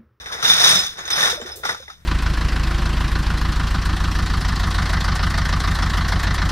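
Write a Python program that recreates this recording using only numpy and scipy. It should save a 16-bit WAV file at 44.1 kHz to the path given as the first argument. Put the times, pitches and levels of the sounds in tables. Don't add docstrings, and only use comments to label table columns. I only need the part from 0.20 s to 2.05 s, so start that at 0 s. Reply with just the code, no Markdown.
import sys
import numpy as np
from scipy import signal
from scipy.fft import rfft, irfft
from scipy.io import wavfile
from scipy.ndimage import uniform_filter1d

SR = 44100
rng = np.random.default_rng(int(sys.argv[2]) if len(sys.argv) > 2 else 0)


def put_to_file(sound):
    columns = np.atleast_2d(sound).T
    safe = np.clip(columns, -1, 1)
    whole_steps = np.round(safe * 32767)
    wavfile.write(sys.argv[1], SR, whole_steps.astype(np.int16))


def undo_db(level):
    steps = np.asarray(level, float) / 20
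    return 10 ** steps


N = 81585

# time in seconds, level in dB, weight of cans against film in dB.
PULL = [(0.0, -44.5, 2), (0.138, -57.5, 20.5), (0.282, -22.5, -3.5), (0.412, -25, 1.5),
        (0.468, -17.5, -1.5), (0.57, -22, -3.5), (0.632, -29.5, -0.5), (0.694, -38, -8.5), (0.88, -69, 29),
        (1.01, -24, 4), (1.204, -50, -2), (1.386, -56.5, -4), (1.59, -52, -12), (1.72, -61, -2),
        (1.85, -72, 13.5)]
# start in seconds, peak in dB, weight of cans in dB, T60 in seconds.
JOLTS = [(0.058, -23, 7, 0.49), (0.226, -11, 0.5, 0.26), (0.298, -17, -23.5, 0.19),
         (0.334, -16.5, -25, 0.062), (0.463, -22, 11, 0.044), (0.5, -14, -11, 0.39), (0.771, -23, 8, 0.051),
         (0.851, -29.5, -9, 0.36), (0.876, -17, 6, 0.12), (0.902, -11, 3, 0.44), (1.027, -7.5, 4.5, 0.32),
         (1.055, -7.5, 5, 0.32), (1.097, -12.5, -4.5, 0.19), (1.213, -22.5, 10, 0.16),
         (1.259, -23.5, 9, 0.38), (1.289, -22, 12, 0.17), (1.315, -38.5, -14, 0.28), (1.449, -15, 3, 0.4),
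         (1.49, -12, 10.5, 0.19), (1.546, -20.5, 10, 0.056), (1.624, -31, 10, 0.06), (1.68, -28, 11, 0.091),
         (1.698, -30, 4, 0.16)]
# start in seconds, peak in dB, weight of cans in dB, T60 in seconds.
SWELLS = [(0.116, -16.5, 4, 0.32), (0.24, -11.5, -4, 0.3), (0.395, -8.5, -6, 0.3), (0.428, -4.5, 2, 0.18),
          (0.545, -14, 0, .15), (0.778, -20, 10, 0.44), (0.925, -13, -1.5, 0.16), (0.955, -10, -3, 0.25),
          (1.431, -15, 13.5, 0.15), (1.483, -16, 10, 0.08), (1.71, -37, -5, 0.17)]
# frequency in Hz, level in dB.
FILM_COLOUR = [(700, -25), (1500, -9.5), (2800, -13.5), (4500, -8.5), (6500, -5.5), (9000, -14),
               (12000, -10.5), (16000, -9.5)]
# frequency in Hz, level in dB.
CAN_COLOUR = [(120, -26.5), (250, -26), (420, -13.5), (750, -6.5), (1350, 2.5), (1900, 5), (2600, -8),
              (5000, -30)]
# frequency in Hz, level in dB, T60 in seconds.
WALL_MODES = [(182, -7, .1), (712, -24, .04), (1290, -9, .03), (1725, -8, .03), (3450, -6, .02),
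              (3560, -4, .022), (3670, -5, .02), (3830, -8, .02), (5105, -6, .03), (5220, -5, .03),
              (5670, -7, .03), (6115, -5, .04), (8500, -15, .03), (9137, -15, .04)]
# frequency in Hz, level in dB.
TRAFFIC_COLOUR = [(20, -13), (40, -15), (70, -1), (100, -14.5), (200, -22), (500, -43.5), (5000, -42.5),
                  (16000, -49)]
# start in seconds, frequency in Hz,
# peak in dB, T60 in seconds.
TAPS = [(1.128, 495, -20, 0.07), (0.4, 712, -22.5, 0.19), (1.04, 1400, -15, 0.076), (1.1, 1400, -16, .04),
        (1.2, 472, -24.5, 0.064), (1.435, 1400, -19, .04), (.903, 6100, -22.5, .03), (.853, 6400, -32, .1),
        (.93, 5170, -23, 0.07), (.49, 8900, -22, .06), (1.7, 1490, -42, 0.049), (1.175, 595.4, -26.5, 0.19),
        (1.214, 7220, -29.5, 0.091), (1.214, 3040, -32, .04), (1.1, 460, -24.5, 0.025),
        (1.9, 4750, -36, 0.055), (1.25, 370, -25, 0.065), (1.15, 330, -35, 0.11), (1.09, 405, -28, 0.11),
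        (2, 745, -32, 0.083), (1.2, 410, -31.5, 0.065), (1.31, 440, -37, .06), (1.6, 525, -32, .07),
        (1.318, 5200, -36, 0.084), (1.371, 413, -30, 0.06), (1.9, 784, -40, 0.046),
        (1.68, 2000, -29, 0.044), (1.70, 792, -37, 0.091), (1.7, 1290, -24.5, 0.044),
        (1.679, 830, -36, 0.044), (0.546, 188.2, -30, 0.39),
        (1.452, 830, -18, 0.049), (1.452, 1410, -12.5, 0.05), (1.454, 1980, -20, .04),
          (1.491, 1500, -19, 0.072), (1.493, 1960, -18, 0.034), (1.679, 1690, -33.5, 0.042),
          (1.218, 242, -29.5, 0.13), (.06, 2200, -25, 0.03), (.06, 2000, -28, .025), (.905, 92, -30, .15),
          (1.626, 1350, -38, .04), (1.46, 1150, -18, .05), (1.5, 1400, -18, .06), (1.546, 950, -27, .03),
          (0.228, 1300, -17, 0.16), (0.28, 1290, -21, 0.092), (.121, 1680, -23, 0.055),
          (0.11, 1020, -28, 0.13), (0.1, 1300, -25, .08), (.26, 2900, -21.5, .06), (.25, 3660, -23, .1),
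          (.297, 3590, -21, 0.13), (0.29, 3620, -29.5, .1), (0.59, 7300, -24, .08), (.59, 5100, -19, .08),
          (1.025, 850, -20, 0.066), (1.08, 1100, -20, 0.081), (1.546, 1340, -19, 0.037),
          (1.702, 4900, -45, 0.087), (0.79, 6560, -34.5, 0.14), (1.031, 1800, -7.5, 0.052)]
# time in seconds, level in dB.
RUB = [
    (1.08, -58),
    (1.13, -55),
    (1.22, -50),
    (1.3, -48),
    (1.38, -46),
    (1.5, -49),
    (1.57, -80),
]
# frequency in Hz, phase lag in radians.
PORT_LAG = [(60, 0.031), (350, 0.52), (1000, 1.83), (2400, 2.04), (3800, 2.96), (5900, 5.15), (7200, 4.56),
            (16000, 16.5)]
# frequency in Hz, level in dB.
PORT_TILT = [(60, -7.5), (250, -0.5), (700, 0.5), (1500, 3), (2500, 1), (4400, -1.3), (8100, 1.5),
             (15000, -0.5)]
# frequency in Hz, level in dB.
SCATTER = [(100, -19), (300, -10), (1000, -3.5), (3000, -4), (7000, -1), (12000, 5)]
# frequency in Hz, width in Hz, gain in dB.
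HOUSING = [(264.4, 60, -8), (575, 157, -2.5), (3130, 233, -2), (3622, 700, 18.5), (4580, 500, -5),
           (5186, 530, 10), (6030, 620, 5.5), (8896, 490, 9.5), (10130, 4300, 6.5),
           (7600, 520, -11), (9800, 440, -18), (11800, 800, -18), (12400, 800, -18), (15500, 500, -7)]


def rms(x):
    return np.sqrt(np.mean(x ** 2))


def rms_one(x):
    return x / np.sqrt(np.mean(x ** 2) + 1e-20)


def time_since(start_s):
    return np.maximum(np.arange(N) / SR - start_s, 0)


def in_time(rows):
    times, *columns = np.transpose(rows)
    return [np.interp(np.arange(N) / SR, times, column) for column in columns]


def at_hz(points):
    bins = np.maximum(np.arange(N // 2 + 1) * SR / N, 1)
    hz, values = np.transpose(points)
    return np.interp(np.log(bins), np.log(hz), values)


def colour(x, points):
    return irfft(rfft(x) * undo_db(at_hz(points)), N)


def filtered(x, order, hz, kind):
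    return signal.sosfilt(signal.butter(order, hz, kind, fs=SR, output="sos"), x)


def drift(rate_hz):
    r = np.exp(-2 * np.pi * rate_hz / SR)
    noise = rng.standard_normal(N + SR)
    return rms_one(signal.lfilter([1], [1, -2 * r, r * r], noise)[SR:])


def ring(train, hz, t60):
    r = undo_db(-60 / (t60 * SR))
    w = 2 * np.pi * hz / SR
    return signal.lfilter([0, np.sin(w)], [1, -2 * r * np.cos(w), r * r], train + 1e-18)


def clicks(per_s, spread_db):
    sizes = undo_db(spread_db * np.minimum(rng.exponential(1, N), 3.2))
    signs = rng.choice([-1, 1], N)
    return rms_one(sizes * signs * (rng.random(N) < per_s / SR))


def drives():
    level_db, weight_db = in_time(PULL)
    film = undo_db(2 * level_db)
    cans = undo_db(2 * (level_db + weight_db))
    for rows, attack_s in ((JOLTS, .0015), (SWELLS, .01)):
        for start_s, peak_db, can_db, t60 in rows:
            t = time_since(start_s)
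            rise = np.minimum(t / attack_s, 1)
            power = rise * undo_db(2 * (peak_db - 13.5 - 60 * t / t60))
            film = film + power * undo_db(-can_db)
            cans = cans + power * undo_db(can_db)
    return np.sqrt(film), np.sqrt(cans)


def grains(drive, per_s, spread_db, cycles, spectrum, count):
    clumps = undo_db(1.6 * drift(40))
    train = clicks(per_s, spread_db) * clumps * drive
    dealt = rng.integers(0, count, N)
    pitches = np.geomspace(spectrum[0][0], min(spectrum[-1][0], .36 * SR), count)
    rings = sum(ring(train * (dealt == k), hz, cycles / hz) for k, hz in enumerate(pitches))
    return rms_one(colour(rings, spectrum)) * rms(drive)


def film_crackle(drive):
    return undo_db(1) * grains(drive, 7000, spread_db=2.7, cycles=5, spectrum=FILM_COLOUR, count=30)


def can_tumble(drive):
    return undo_db(-1.5) * grains(drive, 3400, spread_db=2, cycles=9, spectrum=CAN_COLOUR, count=24)


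def can_walls(drive):
    out = np.zeros(N)
    for hz, db, t60 in WALL_MODES:
        out += undo_db(db) * ring(clicks(per_s=200, spread_db=4) * drive, hz, t60)
    return undo_db(-13) * rms_one(out) * rms(drive)


def traffic():
    mid, side = [colour(noise, TRAFFIC_COLOUR) for noise in rng.standard_normal((2, N))]
    level_db = -49.5 + 0.65 * drift(4.5)
    return undo_db(level_db) * rms_one(mid + 0.21 * side * [[1], [-1]])


def load_shift(drive):
    lag_s = .06
    r = np.exp(-1 / (lag_s * SR))
    slow_drive = signal.lfilter([1 - r], [1, -r], drive)
    rumble = filtered(rng.standard_normal(N), 2, [55, 131], "band")
    return undo_db(-24) * slow_drive * rms_one(rumble)


def taps():
    out = np.zeros(N)
    for start_s, hz, peak_db, t60 in TAPS:
        t = time_since(start_s)
        rise = np.minimum(t * hz / 1.5, 1)
        out += undo_db(peak_db - 60 * t / t60) * rise * np.sin(2 * np.pi * hz * t)
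    return out


def rub():
    level_db = in_time(RUB)[0] + 2 * drift(23)
    scuffs = filtered(clicks(340, spread_db=-0.5), 2, [350, 620], "band")
    return undo_db(level_db) * rms_one(scuffs)


def fold():
    start_s, hold_s, t60 = 1.358, 0.014, 0.21
    t = np.arange(N) / SR - start_s
    level = (t > 0) * undo_db(-35 - 60 * np.maximum(t - hold_s, 0) / t60)
    return level * filtered(rng.standard_normal((2, N)), 2, 5260, "high")


def bags(film, cans):
    return film_crackle(film) + can_tumble(cans) + can_walls(film) + rub()


def ports(shared, own):
    side = np.array([[.5], [-.5]])
    direct = rfft(shared) * np.exp(1j * side * at_hz(PORT_LAG))
    scattered = rfft(own) * undo_db(at_hz(SCATTER))
    balance = undo_db(side * at_hz(PORT_TILT)) / np.sqrt(1 + undo_db(2 * at_hz(SCATTER)))
    both = irfft((direct + scattered) * balance, N)
    t = np.arange(SR // 4) / SR
    tails = rng.standard_normal((2, len(t))) * undo_db(-60 * t / .06)
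    echoes = signal.fftconvolve(both, rms_one(tails) / np.sqrt(len(t)), axes=1)[:, :N]
    return both + undo_db(-12) * echoes


def housing(x):
    for hz, width_hz, db in HOUSING:
        w, g = 2 * np.pi * hz / SR, undo_db(db / 2)
        a = np.sin(w) * width_hz / hz / 2
        middle = -2 * np.cos(w)
        x = signal.lfilter([1 + a * g, middle, 1 - a * g], [1 + a / g, middle, 1 - a / g], x)
    return x


def scene():
    film, cans = drives()
    shared, left, right = [bags(film, cans) for _ in range(3)]
    near = housing(ports(shared + taps(), np.array([left, right])))
    return filtered(near, 2, 110, "high") + fold() + traffic() + load_shift(film)


def drop_masked(x):
    hz, _, spec = signal.stft(x, SR, nperseg=2048)
    power = np.sum(np.abs(spec) ** 2, axis=0)
    bands = np.repeat(power[:1024].reshape(64, 16, -1).mean(axis=1), 16, axis=0)
    around = uniform_filter1d(power, size=200, axis=0)[:1024]
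    wobble = uniform_filter1d(rng.standard_normal((64, power.shape[1])), size=6, axis=1)
    wobble = uniform_filter1d(wobble, size=3, axis=0)
    limit_db = -9.5 + 13 * np.repeat(wobble, 16, axis=0)
    keep = (bands > around * undo_db(2 * limit_db)) | (hz[:1024, None] < 6500)
    keep = np.vstack([keep, keep[-1:]])
    return signal.istft(spec * keep, SR, nperseg=2048)[1][:, :N]


def low_pass(x):
    return signal.sosfilt(signal.butter(12, 16310, fs=SR, output="sos"), x)


def record(dry):
    rounded = np.tanh(dry / 1.5) * 1.5
    top_cut = signal.ellip(10, .5, 70, 15680, fs=SR, output="sos")
    mix = drop_masked(signal.sosfilt(top_cut, rounded))
    return low_pass(np.clip(mix, -1, 1))


dry = scene()
out = record(dry)
put_to_file(out)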